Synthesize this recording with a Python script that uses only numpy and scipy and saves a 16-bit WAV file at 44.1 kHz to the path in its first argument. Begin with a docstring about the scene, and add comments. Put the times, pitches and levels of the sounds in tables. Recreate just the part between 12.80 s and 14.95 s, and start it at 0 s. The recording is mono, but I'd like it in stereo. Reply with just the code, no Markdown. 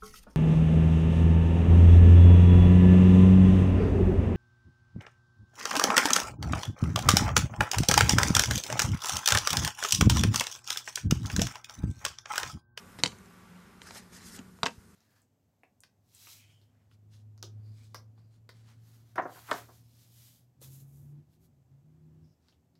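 """A small room, close to a table where stiff cardboard cards are laid on a pile.
One card snaps off the fingers onto the pile; the next is slid off the stack in two strokes and slapped down.
Each blow is a push and a chatter of tiny contacts that ring the card; sliding fibres catch and slip.
The table thuds under the blows, over quiet air noise and a low hum."""
import sys
import numpy as np
from scipy import signal
from scipy.fft import rfft, irfft
from scipy.io import wavfile
from scipy.ndimage import uniform_filter1d

SR = 44100
rng = np.random.default_rng(int(sys.argv[2]) if len(sys.argv) > 2 else 0)


def transcribe(signal):
    """Save signal, clipped to [-1, 1], as a 16-bit WAV file at the path in sys.argv[1]."""
    frames = np.atleast_2d(signal).T
    limited = np.clip(frames, -1, 1)
    pcm = np.round(limited * 32767).astype(np.int16)
    wavfile.write(sys.argv[1], SR, pcm)


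N = 94815

# air noise (frequency [Hz], level [dB])
AIR_SPECTRUM = [(20, -18), (40, -9), (62, -11), (98, -4), (135, -15), (170, -11.5), (220, -5.5),
                (300, -20.5), (400, -12.5), (600, -28), (1000, -22.5), (1800, -24.5), (3600, -34),
                (8000, -35.5), (13800, -38.5), (15000, -41)]
# air noise gain (time [s], bass [dB], middle [dB], treble [dB])
AIR_GAINS = [(0, -2, 4, 2), (0.4, -0.5, 2, 0.5), (0.75, -5.5, 2.5, -0.5), (1.0, -4, 0, -2),
             (1.3, -3, -4, 0), (1.6, 2, 2, 0.3), (1.75, -5, -4.5, -3.9), (2.0, -6, -5.5, -3),
             (2.15, -4, -5.5, -4)]
# hum (time [s], level [dB])
HUM_ENVELOPE = [(0, -60.5), (0.4, -58), (0.68, -60), (0.765, -50), (0.85, -64), (1.2, -61.5), (1.7, -60.5),
                (2.0, -70.5)]
# a scuff, then two strokes off the stack (time [s], level [dB], tilt [dB/octave])
SLIDE_STROKES = [(0.18, -65, 8), (0.192, -41.5, -0.5), (0.203, -48.5, -4), (0.215, -55.5, -1.5),
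                 (0.3, -67.5, 3.5), (1.0, -65.5, -6), (1.03, -52, 2), (1.055, -52.5, -3.5),
                 (1.072, -44, -0.5), (1.095, -49.5, -3), (1.135, -48, -1), (1.16, -40, -.5),
                 (1.183, -41.5, 0.5), (1.215, -54.5, -2), (1.29, -67, -6), (1.34, -47, 0), (1.37, -46, 1),
                 (1.405, -53.5, -3), (1.47, -45, 3), (1.51, -48.5, 1.5), (1.565, -43.5, 4),
                 (1.585, -52, -4.5), (1.63, -66.5, 5.5)]
# sliding card (frequency [Hz], left [dB], right [dB])
SLIDE_SPECTRUM = [(150, -8, -16.5), (500, -10, -9.5), (906, -9.5, -6.5), (1270, 0, -8.5), (1900, 1, -7),
                  (2620, -8, -8.5), (3500, -7, -8.5), (4400, -0.5, -8.5), (4500, -6.5, -6.5),
                  (5060, 1.5, -9), (5680, -4, -4.5), (6900, -7, -3.5), (8440, -20, -3), (10300, -21, -8),
                  (12050, -17, -10), (14600, -29, -17.5)]
# card edge flicks (time [s], level [dB], tilt [dB/octave], chatter share [0-1], chatter decay [s],
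# left-right [dB], resonance [Hz], resonance lift [dB])
EDGE_SNAPS = [(0.188, -23.5, -6.5, 0.65, 0.0011, 6, 880, 3), (0.2004, -30, 0, 0.4, 0.00062, 2, 3570, 17),
              (0.2359, 3, -0.17, 0.3, 0.0024, 0, 3750, 1.5),
              (0.2498, -13, -2.5, 0.96, 0.0034, 8, 3250, 5.5), (0.2590, -6, -2, 0.57, 0.0026, 5.5, 2850, 7),
              (0.261, -11, 2.5, 0.8, 0.0022, -0.5, 5440, 11), (0.2746, -17, -1, 1, 0.004, -5, 5500, 7.5),
              (0.3194, -31, -4.5, 0.8, 0.0038, 10, 2560, 18),
              (0.386, -36.5, 13, 0.7, 0.00097, -15, 6800, 5), (0.4592, -36.5, 1, 0.95, 0.0005, 9, 5500, 9),
              (1.0173, -23, -0.5, 0.2, 0.0024, 6.5, 1980, 9.5)]
# card slaps and light ticks (columns as EDGE_SNAPS)
SLAPS_AND_TICKS = [(0.3285, -30.5, -7, 1, 0.0023, 3, 900, 2.5), (1.108, -24.5, 0.5, 0.7, .002, 6, 700, 3.4),
                   (1.5902, -25.5, -3, 1, 0.0014, -2, 7090, 17),
                   (1.788, -34.5, -6.5, 0.66, 0.00097, 5, 700, 1.7),
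                   (1.8320, -1.5, -0.8, 0.91, 0.0026, 0.5, 4000, 6.8),
                   (1.8436, -15.5, -3, 1, 0.0012, -7, 890, 3), (1.8572, -10, 4, 1, 0.0017, 8.5, 5600, 4.8),
                   (1.8614, -2.5, 0, 0.99, 0.0051, 3.5, 1870, 9.8),
                   (1.868, -14.5, 3, 0.8, 0.0031, -0.5, 6600, 5.1),
                   (1.8819, -19, -2, 0.94, 0.0046, 0, 3000, 2.2),
                   (1.906, -34.5, 3, 0.51, 0.0015, -2.5, 5800, 5.1)]
# flicked card (frequency [Hz], level [dB])
SNAP_SPECTRUM = [(40, -24.5), (130, -6), (370, -9), (500, -13), (640, -14), (960, -9.5), (1650, -11),
                 (2100, -3.5), (2450, -9.5), (2750, -10.5), (3050, -0.5), (3450, -8.5), (3900, 0.5),
                 (4200, 1), (4650, 0), (5000, -6), (5600, -9), (6100, -4), (6700, -8.5), (7300, -6.5),
                 (10000, -21.5), (12500, -35), (14500, -46)]
# card in slaps and ticks (frequency [Hz], level [dB])
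SLAP_SPECTRUM = [(40, -33.5), (170, -3.5), (350, -9), (520, -4), (900, 0), (1300, -1), (1900, -6),
                 (2650, 0), (3300, -5), (4300, -7.5), (5200, -5.5), (7200, -11), (10000, -29.5),
                 (14500, -35.5)]
# flicked card's modes (frequency [Hz], level [dB], t60 [s])
SNAP_BENDING = [(473.4, -36.5, 0.065), (963, -28, 0.022), (2187, -25, 0.014)]
# card's modes in slaps and ticks (frequency [Hz], level [dB], t60 [s])
SLAP_BENDING = [(492, -38, 0.08), (688, -38, 0.09), (940, -35.5, 0.081), (2200, -44, 0.029)]
# blows at the microphone ports (frequency [Hz], left-right [dB])
PORT_BALANCE = [(100, -2.5), (900, -1), (1600, 6.5), (2200, -3), (3000, 1), (4400, 1), (6000, 0),
                (7300, -6.5), (9000, -15), (11000, -11), (15000, -10.5)]
# likeness of the two ports (frequency [Hz], coherence [0-1])
PORT_COHERENCE = [(30, 0), (70, 0.95), (140, 0.9), (290, 0.93), (750, 0.55), (1400, 0.1), (3100, 0.0062)]
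# knocks on the table (time [s], level [dB], pitch [Hz], t60 [s])
TABLE_KNOCKS = [(0.1899, -34.5, 255, 0.041), (0.2362, -32, 146, 0.079), (0.2608, -37, 194, 0.083),
                (1.113, -47, 231, 0.087), (1.5917, -36.5, 247, 0.093), (1.605, -45.5, 185.4, 0.49),
                (1.8342, -24.5, 168, 0.042), (1.8620, -56.5, 212, 0.055), (1.979, -35.5, 76.2, 0.046)]
# room tail (frequency [Hz], t60 [s])
TAIL_DECAY = [(100, 0.205), (500, 0.1), (2000, 0.15), (6500, 0.33), (14000, 0.08)]
# room tail (frequency [Hz], gain [dB])
TAIL_SPECTRUM = [(100, 6), (500, -2.5), (1500, -8.5), (3000, -17.5), (4300, -21.5), (5600, -21),
                 (8000, -16.5), (14000, -2.5)]


def amp(db):
    """Decibels to gain."""
    return 10 ** (np.asarray(db) / 20)


def unit(x):
    """Scales to rms 1."""
    return x / np.sqrt(np.mean(x ** 2) + 1e-20)


def at_hz(points, hz):
    """Interpolates over log frequency."""
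    f, value = np.transpose(points)
    return np.interp(np.log(hz + 1), np.log(f + 1), value)


def at_time(rows, t):
    """Interpolates every column over time."""
    times, *columns = np.transpose(rows)
    return [np.interp(t, times, column) for column in columns]


def add(mix, start_s, sound):
    """Mixes a sound in."""
    part = mix[:, round(start_s * SR):][:, :sound.shape[-1]]
    part += sound[..., :part.shape[1]]


def port_noise(size):
    """White noise at two ports, alike in the bass, unrelated in the treble."""
    common, separate = rfft(rng.standard_normal((2, size)))
    coherence = at_hz(PORT_COHERENCE, np.fft.rfftfreq(size, 1 / SR))
    right = coherence * common + np.sqrt(1 - coherence ** 2) * separate
    return irfft(np.array([common, right]), size)


def minimum_phase(db):
    """Response of the most compact ring with this spectrum."""
    log_gain = np.log(amp(np.concatenate([db, db[:, -2:0:-1]], axis=1)))
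    return np.exp(np.conj(signal.hilbert(log_gain)))[:, :db.shape[1]]


def shaped(x, gain_db, size=512):
    """Applies gain_db(hz, t)."""
    frames = dict(fs=SR, nperseg=size, noverlap=size * 3 // 4)
    hz, t, spectra = signal.stft(x, **frames)
    return signal.istft(spectra * amp(gain_db(hz[:, None], t)), **frames)[1][:, :x.shape[1]]


def drift(size):
    """Smooth random wander over about size samples, rms 1."""
    return unit(uniform_filter1d(uniform_filter1d(rng.standard_normal(N), size), size))


def noise_band(centre_hz, width_hz):
    """Noise in one resonance, rms 1."""
    def peak_db(hz, t):
        return -20 * np.log10(1 + ((hz - centre_hz) / width_hz) ** 2)
    return unit(shaped(port_noise(N), peak_db, size=4096))


def air(bass_below_hz=500, treble_above_hz=4000):
    """Soft air noise with two faint whining bands; the level moves slowly."""
    def gain_db(hz, t):
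        bass, middle, treble = at_time(AIR_GAINS, t)
        return np.where(hz < bass_below_hz, bass, np.where(hz < treble_above_hz, middle, treble))
    noise = amp(-53.5) * unit(shaped(port_noise(N), lambda hz, t: at_hz(AIR_SPECTRUM, hz), size=4096))
    whine = amp(-70.5) * noise_band(centre_hz=1160, width_hz=10)
    drone = amp(-68.5) * noise_band(centre_hz=1430, width_hz=102)
    return shaped(noise + whine + drone, gain_db, size=4096)


def hum(pitch_hz=181, waver_hz=3, flutter=0.36):
    """A low tone that wavers and flutters."""
    hz = pitch_hz + waver_hz * drift(3000)
    tone = np.sin(2 * np.pi * np.cumsum(hz) / SR)
    level_db, = at_time(HUM_ENVELOPE, np.arange(N) / SR)
    return amp(level_db) * unit(tone * (1 + flutter * drift(500)))


def patches(hz, t, bins=5, frames=12):
    """Random hills in frequency and time, as the touching area changes."""
    field = rng.standard_normal((len(hz), len(t)))
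    return unit(uniform_filter1d(uniform_filter1d(field, bins, axis=0), frames, axis=1))


def card_slide(grains_per_s=3500, spread_db=1, patch_db=2.37):
    """Fibres catch and slip, card on card; each stroke swells, fades and shifts in brightness."""
    catches = rng.random(N) < grains_per_s / SR
    grains = catches * amp(spread_db * np.minimum(rng.exponential(1, N), 4))
    rub = unit(grains * port_noise(N)) + port_noise(N)
    f, *ports = np.transpose(SLIDE_SPECTRUM)

    def colour_db(hz, t):
        base_db = np.array([at_hz(np.c_[f, port], hz) for port in ports])
        _, tilt_db_oct = at_time(SLIDE_STROKES, t)
        return base_db + tilt_db_oct * np.log2((hz + 100) / 5000) + patch_db * patches(hz, t)
    level_db, _ = at_time(SLIDE_STROKES, np.arange(N) / SR)
    return unit(shaped(rub, colour_db)) * amp(level_db)


def card_contact(spectrum, tilt_db_oct, chatter_share, decay_s, pan_db, resonance_hz, lift_db,
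                 q=2.4, flex_delay_s=0.0011, flex_hz=5000, port_lag_s=2e-5, size=4096):
    """A push and a chatter of tiny contacts ring the card; the spot struck favours one resonance."""
    t, hz = np.arange(size) / SR, np.fft.rfftfreq(size, 1 / SR)
    sides = np.array([[0.5], [-0.5]])
    # low bending waves cross the card more slowly
    flex_cycles = flex_delay_s * flex_hz * np.arctan(hz / flex_hz)
    push = np.exp(-2j * np.pi * (flex_cycles + hz * port_lag_s * (sides + 0.5)))
    chatter = rfft(unit(port_noise(size) * np.exp(-t / decay_s)) / np.sqrt(size))
    force = np.sqrt(1 - chatter_share) * push + np.sqrt(chatter_share) * chatter
    octaves = np.log2(np.maximum(hz, 300) / 3000)
    resonance_db = lift_db / (1 + (2 * q * (hz / resonance_hz - 1)) ** 2)
    balance_db = sides * (pan_db + at_hz(PORT_BALANCE, hz))
    body = minimum_phase(at_hz(spectrum, hz) + resonance_db + tilt_db_oct * octaves + balance_db)
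    body /= np.sqrt(np.mean(abs(body) ** 2))
    return amp(5) * irfft(body * force)


def card_ring(modes, tilt_db_oct, rise_s=0.0005):
    """A struck card swings briefly in its bending modes."""
    t = np.arange(4096) / SR
    ring = np.zeros_like(t)
    for hz, level_db, t60_s in modes:
        envelope_db = level_db + tilt_db_oct * np.log2(hz / 1500) - 60 * t / t60_s
        ring += amp(envelope_db) * np.sin(2 * np.pi * hz * t)
    return ring * (1 - np.exp(-(t / rise_s) ** 2))


def card_blows(blows, spectrum, modes):
    """Each snap, slap or tick is a contact plus the card's ring."""
    out = np.zeros((2, N))
    for start_s, level_db, tilt_db_oct, *touch in blows:
        blow = card_contact(spectrum, tilt_db_oct, *touch) + card_ring(modes, tilt_db_oct)
        add(out, start_s, amp(level_db) * blow)
    return out


def room_echo(x, near_db=-11.5, near_decay_s=0.006, tail_rise_s=0.0046):
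    """Quick reflections from table and hands, then the room's short tail."""
    size = SR // 2
    t = np.arange(size) / SR
    near = unit(port_noise(size) * np.exp(-t / near_decay_s) * (t > 0.001))
    tail = unit(shaped(port_noise(size), lambda hz, t: -60 * t / at_hz(TAIL_DECAY, hz), size=256))
    tail = shaped(tail, lambda hz, t: at_hz(TAIL_SPECTRUM, hz), size=256)
    tail *= np.minimum(t / tail_rise_s, 1) ** 2
    response = (amp(near_db) * near + tail) / np.sqrt(size)
    return signal.fftconvolve(x, response, axes=1)[:, :N]


def table_thuds(rise_s=0.00067):
    """Each knock leaves a low damped swing."""
    out, t = np.zeros((2, N)), np.arange(SR // 2) / SR
    for start_s, level_db, hz, t60_s in TABLE_KNOCKS:
        envelope = amp(level_db - 60 * t / t60_s) * (1 - np.exp(-t / rise_s))
        add(out, start_s, envelope * np.sin(2 * np.pi * hz * t))
    return out


def scene():
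    """Cards, table and room; only the card blows echo."""
    snaps = card_blows(EDGE_SNAPS, SNAP_SPECTRUM, SNAP_BENDING)
    slaps_and_ticks = card_blows(SLAPS_AND_TICKS, SLAP_SPECTRUM, SLAP_BENDING)
    blows = snaps + slaps_and_ticks
    return blows + room_echo(blows) + table_thuds() + card_slide() + air() + hum()


def record(dry, low_cut_hz=51, high_cut_hz=14800):
    """The recorder thins the deep bass and limits the band."""
    highpass = signal.butter(2, low_cut_hz, "high", fs=SR, output="sos")
    lowpass = signal.firwin(301, high_cut_hz, window=("kaiser", 8), fs=SR)
    return signal.oaconvolve(signal.sosfilt(highpass, dry), lowpass[None], "same")


dry = scene()
out = record(dry)
transcribe(out)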